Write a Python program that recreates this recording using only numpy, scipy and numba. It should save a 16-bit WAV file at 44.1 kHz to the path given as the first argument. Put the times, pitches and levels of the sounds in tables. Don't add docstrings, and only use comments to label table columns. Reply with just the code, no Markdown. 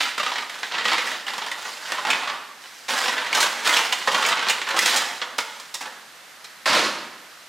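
import sys
import numpy as np
from scipy import signal
from scipy.fft import rfft, irfft, next_fast_len
from scipy.io import wavfile
from scipy.ndimage import uniform_filter1d, map_coordinates
from numba import njit

SR = 44100
rng = np.random.default_rng(int(sys.argv[2]) if len(sys.argv) > 2 else 0)


def gain_from_db(level_db):
    decades = np.asarray(level_db, float) / 20
    return 10 ** decades


def output_pcm(signal):
    pcm = np.clip(np.atleast_2d(signal).T, -1, 1) * 32767
    wavfile.write(sys.argv[1], SR, np.round(pcm).astype(np.int16))


N = 329868

# start in seconds, length in seconds, crease level in dB,
# hollow body in dB above crease, crisp edge in dB above crease.
HAND_PUSHES = [(0.0, 0.017, -22.5, -12, -8.5), (0.185, 0.24, -37, -1.5, -7.5), (0.502, 0.19, -44.5, 0, -4),
               (0.709, 0.28, -31, -2.5, -21), (0.84, 0.11, -28.5, -4.5, -8), (0.986, 0.18, -36, -1.5, -7),
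               (1.264, 0.32, -40, 1.5, -6), (1.575, 0.74, -42.5, 0, -1.5), (1.82, .08, -40, -0.5, -6),
               (1.893, 0.23, -40.5, 2, -13), (2.064, 0.11, -30.5, 4, -9), (2.22, 0.11, -44.5, 9.5, -16),
               (2.604, 0.63, -52, -5, 0), (2.878, 0.21, -30, -0.5, -4), (3.114, 0.21, -35, 1, -10),
               (3.336, 0.1, -24, 0, -3), (3.496, 0.26, -35.5, -3, -5.5), (3.65, 0.17, -22.5, 1, -4.5),
               (3.88, 0.25, -35.5, -0.5, -3), (4.074, .14, -27.5, 4, -5), (4.234, 0.087, -27.5, 2, -11),
               (4.353, .2, -30.5, -0.5, -21), (4.662, 0.13, -35, 3.5, -10), (4.804, .13, -18.5, -4, -4.5),
               (4.923, 0.078, -25.5, 1, -14), (5.21, 0.13, -50, 8.5, -14), (5.4, .3, -53, -16, 0.5),
               (5.804, 0.096, -49.5, 9, -19)]
# start in seconds, level in dB before the layer offsets,
# panel pitch in Hz, edge in dB relative to that level, rise in ms.
CLEAR_SNAPS = [(.048, -25, 1390, -17, 11), (0.1782, -17, 1390, -15, 1.5), (.197, -18, 1184, -17, 4.5),
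               (0.2305, -20.5, 1830, -17, 2.3), (0.2622, -17, 1250, -20, 1.1),
               (0.2784, -27, 1970, -21, 2.9), (0.3177, -21, 944, -26, 0.54), (0.3559, -21, 1800, -27, 2.1),
               (0.3808, -23, 2000, -17, 4.1), (0.421, -29, 1200, -20, 3.6), (0.4949, -27, 2050, -12, 2.3),
               (0.6303, -19.5, 1650, -24, 1.4), (.719, -32, 1880, -25, 1.2), (0.7384, -24, 1790, -28, 8.1),
               (.853, -9, 1280, -23, 1.6), (.8819, -12.5, 2000, -20, .6), (0.9164, -13, 2140, -23, 6.9),
               (0.9306, -12.5, 1780, -19, 1.5), (0.9784, -15.5, 2030, -18, 5.4),
               (1.0643, -28, 1760, -8, 12), (1.1129, -26, 1860, -11, 3.1), (1.265, -29, 2910, -13, 2.2),
               (1.2798, -23, 1900, -15, 3.4), (1.3335, -26.5, 1090, -13, 1.3), (1.379, -23, 1044, -12, 2.4),
               (1.4164, -25, 866, -26, 3.6), (1.4615, -24.5, 1050, -13.5, 3.2),
               (1.514, -21.5, 1920, -12, 1.5), (1.6763, -35, 1080, -9, 13), (1.7685, -33, 1570, -21, 1.8),
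               (1.9196, -17, 1140, -12.5, 0.36), (1.9813, -25.5, 1070, -26, 3.3),
               (2.0494, -19, 880, -22, .8), (2.1007, -8.5, 2410, -13.5, 4.8), (2.1305, -12, 2200, -21, .9),
               (2.2322, -22.5, 1080, -15, 0.75), (2.273, -21.5, 1120, -21, 5.5),
               (2.2965, -21.5, 1730, -30, 2), (2.637, -39.5, 1710, -27, 2.2),
               (2.887, -22.5, 2070, -12.5, 4.9), (2.9262, -27, 1670, -21, 2.6),
               (2.9867, -18, 3080, -9, 0.96), (3.0574, -17, 1730, -17, 1.1), (3.0792, -15.5, 994, -17, 6.5),
               (3.1759, -20.5, 1910, -22, 7.4), (3.2617, -25, 1950, -20, 5.6), (3.328, -11, 2300, -15, .9),
               (3.3486, -11, 2930, -8, 3.6), (3.365, -16.5, 960, -10, 17), (3.4023, -12.5, 4060, -3.5, 8.5),
               (3.428, -7, 1560, -6, 1.5), (3.437, -13.5, 1020, -11, 7.1), (3.4615, -8.5, 1280, -21, 0.84),
               (3.646, -21, 2070, -9, 2.4), (3.6732, -7.5, 1040, -7, 1.3), (3.726, -10.5, 1900, -9, 1.5),
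               (3.7369, -10, 3280, -10.5, 5.6), (3.7637, -6.5, 2750, -11, 7.3),
               (3.7897, -9.5, 1240, -15, 3), (3.9234, -10, 3060, -11, 4.5), (4.0735, -6.5, 523, -23, 2),
               (4.079, -13, 1470, -21, 1.8), (4.1153, -18, 2980, -10, 4.3), (4.1444, -7.5, 956, -18, 3.1),
               (4.224, -12, 1240, -14, 1.8), (4.25, -11, 2280, -22, 0.98), (4.2617, -17, 1610, -1.5, 1.3),
               (4.318, -15.5, 1290, -16, 1.4), (4.326, -12, 1100, -23, 1.4), (4.37, -15.5, 2090, -29, 2.1),
               (4.412, -25, 2440, -26, 1.7), (4.4253, -19.5, 1550, -15, 1), (4.467, -18.5, 1010, -20, 1.1),
               (4.484, -13.5, 4260, -11, 4.2), (4.495, -8, 2910, -8, 6.3), (4.6153, -16, 1960, -19, .9),
               (4.669, -22, 980, -26, 1.5), (4.687, -19.5, 1900, -12, 1.8), (4.7607, -17, 1250, -12, 24),
               (4.789, -4.5, 2100, -6.5, 1.1), (4.8162, -19, 3400, -7, 1.5),
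               (4.8582, -4.5, 1900, -5.5, 1.2), (4.9374, -27, 2000, -3, 3.7), (4.958, -18.5, 3180, 0, 11),
               (5.2155, -18, 1145, -34, 1.2), (5.221, -24, 1150, -26, 3), (5.382, -17, 936, -6.5, 1.4),
               (5.386, -10.5, 1940, -10.5, 0.29), (5.4027, -25.5, 1540, -6, 2.6),
               (5.5964, -36, 4180, -5, 4.3), (5.741, -26, 3860, -1.5, 2.1), (5.7479, -27, 4670, 0, 1.1),
               (5.806, -30, 880, -7, 11), (5.8539, -32, 850, -14, 5.7), (5.984, -48, 4470, -16, .9),
               (6.4419, -37.5, 4070, -6, 5.9)]
# start in seconds, rattle peak in dB,
# thump in dB above rattle.
DOOR_STRIKES = [(6.657, -13.5, -23), (6.675, -18, -28), (6.693, -16, -14), (6.703, -26, -25),
                (6.73, -13, -35), (6.747, -13, -13), (6.766, -15.5, -24), (6.789, -17.5, -8.5),
                (6.837, -18.5, -15)]
# frequency in Hz, power density in dB per Hz.
CREASE_SPECTRUM = [(590, -42), (1000, -4), (1630, -5.5), (1910, 5.5), (2570, 2.5), (2970, 3.5), (3690, 2.5),
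                   (7500, -15.5), (9750, -31), (16500, -120)]
BODY_SPECTRUM = [(35, -84), (60, -42), (264, -8.5), (306, -11.5), (401, -9.5), (490, -5), (669, -4.5),
                 (924, 1), (1500, 0), (1950, -6), (3300, -120)]
EDGE_SPECTRUM = [(1200, -70), (2900, -12), (5000, 9), (7200, 7.5), (10000, -1), (13800, -7.5),
                 (15500, -11.5)]
RATTLE_SPECTRUM = [(240, -41), (400, -10), (512, 3), (697, 0), (1030, 5.5), (1400, 3.5), (1600, 3.5),
                   (3210, -1.5), (4380, 0.5), (12100, -23.5), (16000, -35)]
THUMP_SPECTRUM = [(18, -66), (30, -27), (96, -20), (237, 1), (290, 1.5), (325, 3), (600, -15), (780, -33),
                  (1320, -120)]
AIR_SPECTRUM = [(18, -70), (30, -27.5), (245, -9.5), (336, -11.5), (666, -5.5), (1070, -4.5), (1220, -2.5),
                (1720, -1), (1960, -2), (2290, -5.5), (4420, -7.5), (14800, -20.5), (16000, -55)]
# frequency in Hz, time to fall 60 dB in seconds.
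KITCHEN_DECAY = [(150, 0.84), (400, 0.69), (1000, 0.75), (2800, 0.63), (7000, 0.57), (14000, 0.55)]
# frequency in Hz, left over right in dB.
CHANNEL_BALANCE = [(100, 0.5), (250, -0.7), (500, -2), (4400, -2), (8000, -2.5), (10000, -0.5), (11500, -1)]


def rustle():
    clump_db, clumps_per_s, patch_db = 1.65, 70, 1.5
    t = np.arange(N) / SR
    clumps = gain_from_db(clump_db * map_coordinates(rng.standard_normal(600), [t * clumps_per_s]))
    clicks = clumps * crackle(7000, spread_db=3.0, size=N)
    spectrogram = signal.stft(clicks, nperseg=256)[2]
    patches = uniform_filter1d(rng.standard_normal(spectrogram.shape), size=5, axis=0)
    patches = uniform_filter1d(patches, size=9, axis=1)
    patchy = signal.istft(spectrogram * gain_from_db(patch_db * unit(patches)), nperseg=256)[1]
    sheet = unit(patchy[:N])
    crease_gain, body_gain, edge_gain = gain_from_db(pressure_db())
    crease = coloured(crease_gain * sheet, CREASE_SPECTRUM)
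    body = coloured(body_gain * sheet, BODY_SPECTRUM)
    return crease + body + coloured(edge_gain * sheet, EDGE_SPECTRUM)


def pressure_db():
    attack_s, sag_db_per_s, release_db_per_s = 0.0065, 8.5, 172
    hop = 32
    start, length, db, body_db, edge_db = np.transpose(HAND_PUSHES)[:, :, None]
    t = np.arange(0, N, hop) / SR - start
    fall_db = sag_db_per_s * np.maximum(t, 0) + release_db_per_s * np.maximum(t - length, 0)
    shape = np.clip(t / attack_s, 0, 1) ** 2 * gain_from_db(-2 * fall_db)
    power = [np.sum(shape * gain_from_db(2 * (db + above)), axis=0) for above in (0, body_db, edge_db)]
    return 10 * np.log10(np.repeat(power, hop, axis=1)[:, :N] + 1e-12)


def snaps():
    s, db, hz, edge_db, rise_ms = np.hstack([np.transpose(CLEAR_SNAPS), small_snaps()])
    body_db = -7 - 2 * np.log2(hz / 1500)
    panels = np.zeros(N + SR)
    for start, level_db, panel_hz, ms in zip(s, db, hz, rise_ms):
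        cycles = panel_hz * np.arange(SR // 40) / SR
        ring = np.sin(2 * np.pi * cycles) * cycles ** 2 * gain_from_db(-60 * cycles / 9.5)
        ring = ring / np.linalg.norm(ring)
        clicks = swarm(level_db - 6.0, ms, t60=0.018, per_s=3500)
        sound = signal.fftconvolve(clicks, ring)
        panels[round(start * SR):][:len(sound)] += sound
    crease = coloured(bursts(s, db - 5.0, rise_ms, t60=0.052, per_s=9800), CREASE_SPECTRUM)
    body = coloured(bursts(s, db + body_db, rise_ms, t60=0.033, per_s=3700), BODY_SPECTRUM)
    edge = coloured(bursts(s, db + edge_db, rise_ms, t60=0.034, per_s=5000), EDGE_SPECTRUM)
    return panels[:N] + crease + body + edge


def small_snaps(count=60):
    s, z = rng.uniform(0, N / SR, count), rng.standard_normal((count, 4))
    rustle_db = pressure_db()[0, (s * SR).astype(int)]
    db = rustle_db + 8.5 + 3 * z[:, 0]
    panel_hz = 1642 * np.exp(0.358 * z[:, 1])
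    edge_db = -19.5 + 5 * z[:, 2]
    rise_ms = 1.8 * np.exp(0.67 * z[:, 3])
    return np.array([s, db, panel_hz, edge_db, rise_ms])


def door():
    s, db, thump_db = np.transpose(DOOR_STRIKES)
    rise_ms = np.full(len(s), 1.3)
    rattle = bursts(s, db, rise_ms, t60=0.29, per_s=13000)
    thump = bursts(s, db + thump_db, rise_ms, t60=0.29, per_s=3600)
    return coloured(rattle, RATTLE_SPECTRUM) + coloured(thump, THUMP_SPECTRUM)


def bursts(times, dbs, rises_ms, t60, per_s):
    out = np.zeros(N + SR)
    for s, db, rise_ms in zip(times, dbs, rises_ms):
        out[round(s * SR):][:SR // 8] += swarm(db, rise_ms, t60, per_s)
    return out[:N]


def swarm(db, rise_ms, t60, per_s):
    t = np.arange(SR // 8) / SR
    rise = max(abs(rise_ms), .1) / 1000
    shape = (1 - np.exp(-2 * t / rise)) * gain_from_db(-60 * t / (t60 + 5 * rise))
    return gain_from_db(db) * shape / shape.max() * crackle(per_s, spread_db=1.8, size=len(t))


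def crackle(per_s, spread_db, size):
    chance, sign, strength = rng.random((3, size))
    sizes = gain_from_db(-spread_db * np.log(1 - strength * .999))
    return unit((chance < per_s / SR) * np.sign(sign - .5) * sizes)


def kitchen(x):
    cavity = answer(x, level_db=-4.5, delay_s=.002, alike=.98, t60_scale=.2, seconds=.16, count=200)
    room = answer(x, level_db=-6.0, delay_s=.012, alike=0.96, t60_scale=1.13, seconds=.7, count=240)
    return cavity + room


def answer(x, level_db, delay_s, alike, t60_scale, seconds, count):
    step = N // count + 1
    out, fade = np.zeros((2, N + 3 * SR)), np.sqrt(np.hanning(2 * step))
    x = np.pad(x, (step, 2 * step))
    shares = np.sqrt([[(1 + alike) / 2], [abs(1 - alike) / 2]])
    for k in range(0, N + step, step):
        mid, side = tail(t60_scale, seconds) * shares
        pair = gain_from_db(level_db) * np.array([mid + side, mid - side])
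        echo = signal.fftconvolve((fade * x[k:k + 2 * step])[None], pair, axes=1)
        out[:, k + round(delay_s * SR):][:, :echo.shape[1]] += echo
    return out[:, step:step + N]


def tail(t60_scale, seconds):
    hz, t, z = signal.stft(rng.standard_normal((2, int(seconds * SR))), SR, nperseg=256)
    t60 = t60_scale * along(KITCHEN_DECAY, hz)[:, None]
    pair = signal.istft(z * gain_from_db(-60 * t / t60), SR, nperseg=256)[1]
    return pair / np.linalg.norm(pair[0])


def room_tone():
    mid, side = coloured(rng.standard_normal((2, N)), AIR_SPECTRUM)
    return gain_from_db(-45.5) * np.array([mid + 0.42 * side, mid - 0.29 * side])


def unit(x):
    return x / np.sqrt(np.mean(x ** 2) + 1e-20)


def along(points, hz):
    f, v = np.transpose(points)
    return np.interp(np.log(hz + 1), np.log(f + 1), v)


def coloured(x, spectrum):
    size = 4096
    gain = np.maximum(gain_from_db(along(spectrum, np.fft.rfftfreq(size, 1 / SR))), 1e-3)
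    cepstrum = irfft(np.log(gain))
    cepstrum[1:size // 2] *= 2
    cepstrum[size // 2 + 1:] = 0
    pulse = irfft(np.exp(rfft(cepstrum)))
    pulse = pulse / np.linalg.norm(pulse)
    return signal.fftconvolve(x, pulse.reshape((1,) * (x.ndim - 1) + (-1,)), axes=-1)[..., :N]


def scene():
    near = rustle() + snaps() + door()
    return near + kitchen(near) + room_tone()


@njit
def follow(level, fall):
    out = level.copy()
    for k in range(1, len(out)):
        out[k] = max(out[k], out[k - 1] * fall)
    return out


def top_cut(x):
    return signal.sosfilt(signal.butter(12, 16510, fs=SR, output="sos"), x)


def record(dry):
    threshold_db, release_db_per_s, low_hz, top_hz = -21.0, 45, 62, 15850
    level = np.sqrt(np.abs(uniform_filter1d(np.mean(dry ** 2, axis=0), size=220)))
    held = follow(level, gain_from_db(-release_db_per_s / SR))
    gain = np.maximum(held / gain_from_db(threshold_db), 1) ** -.5
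    x = dry * uniform_filter1d(gain, size=132)
    x = x / (1 + np.abs(x / .62) ** 5) ** (1 / 5)
    size = next_fast_len(N)
    hz = np.fft.rfftfreq(size, 1 / SR)
    half_db = along(CHANNEL_BALANCE, hz) / 2
    band = (hz < top_hz) * (1j * hz / (low_hz + 1j * hz)) ** 2
    mix = irfft(rfft(x, size) * band * gain_from_db([half_db, -half_db]), size)[:, :N]
    return top_cut(mix)


dry = scene()
out = record(dry)
output_pcm(out)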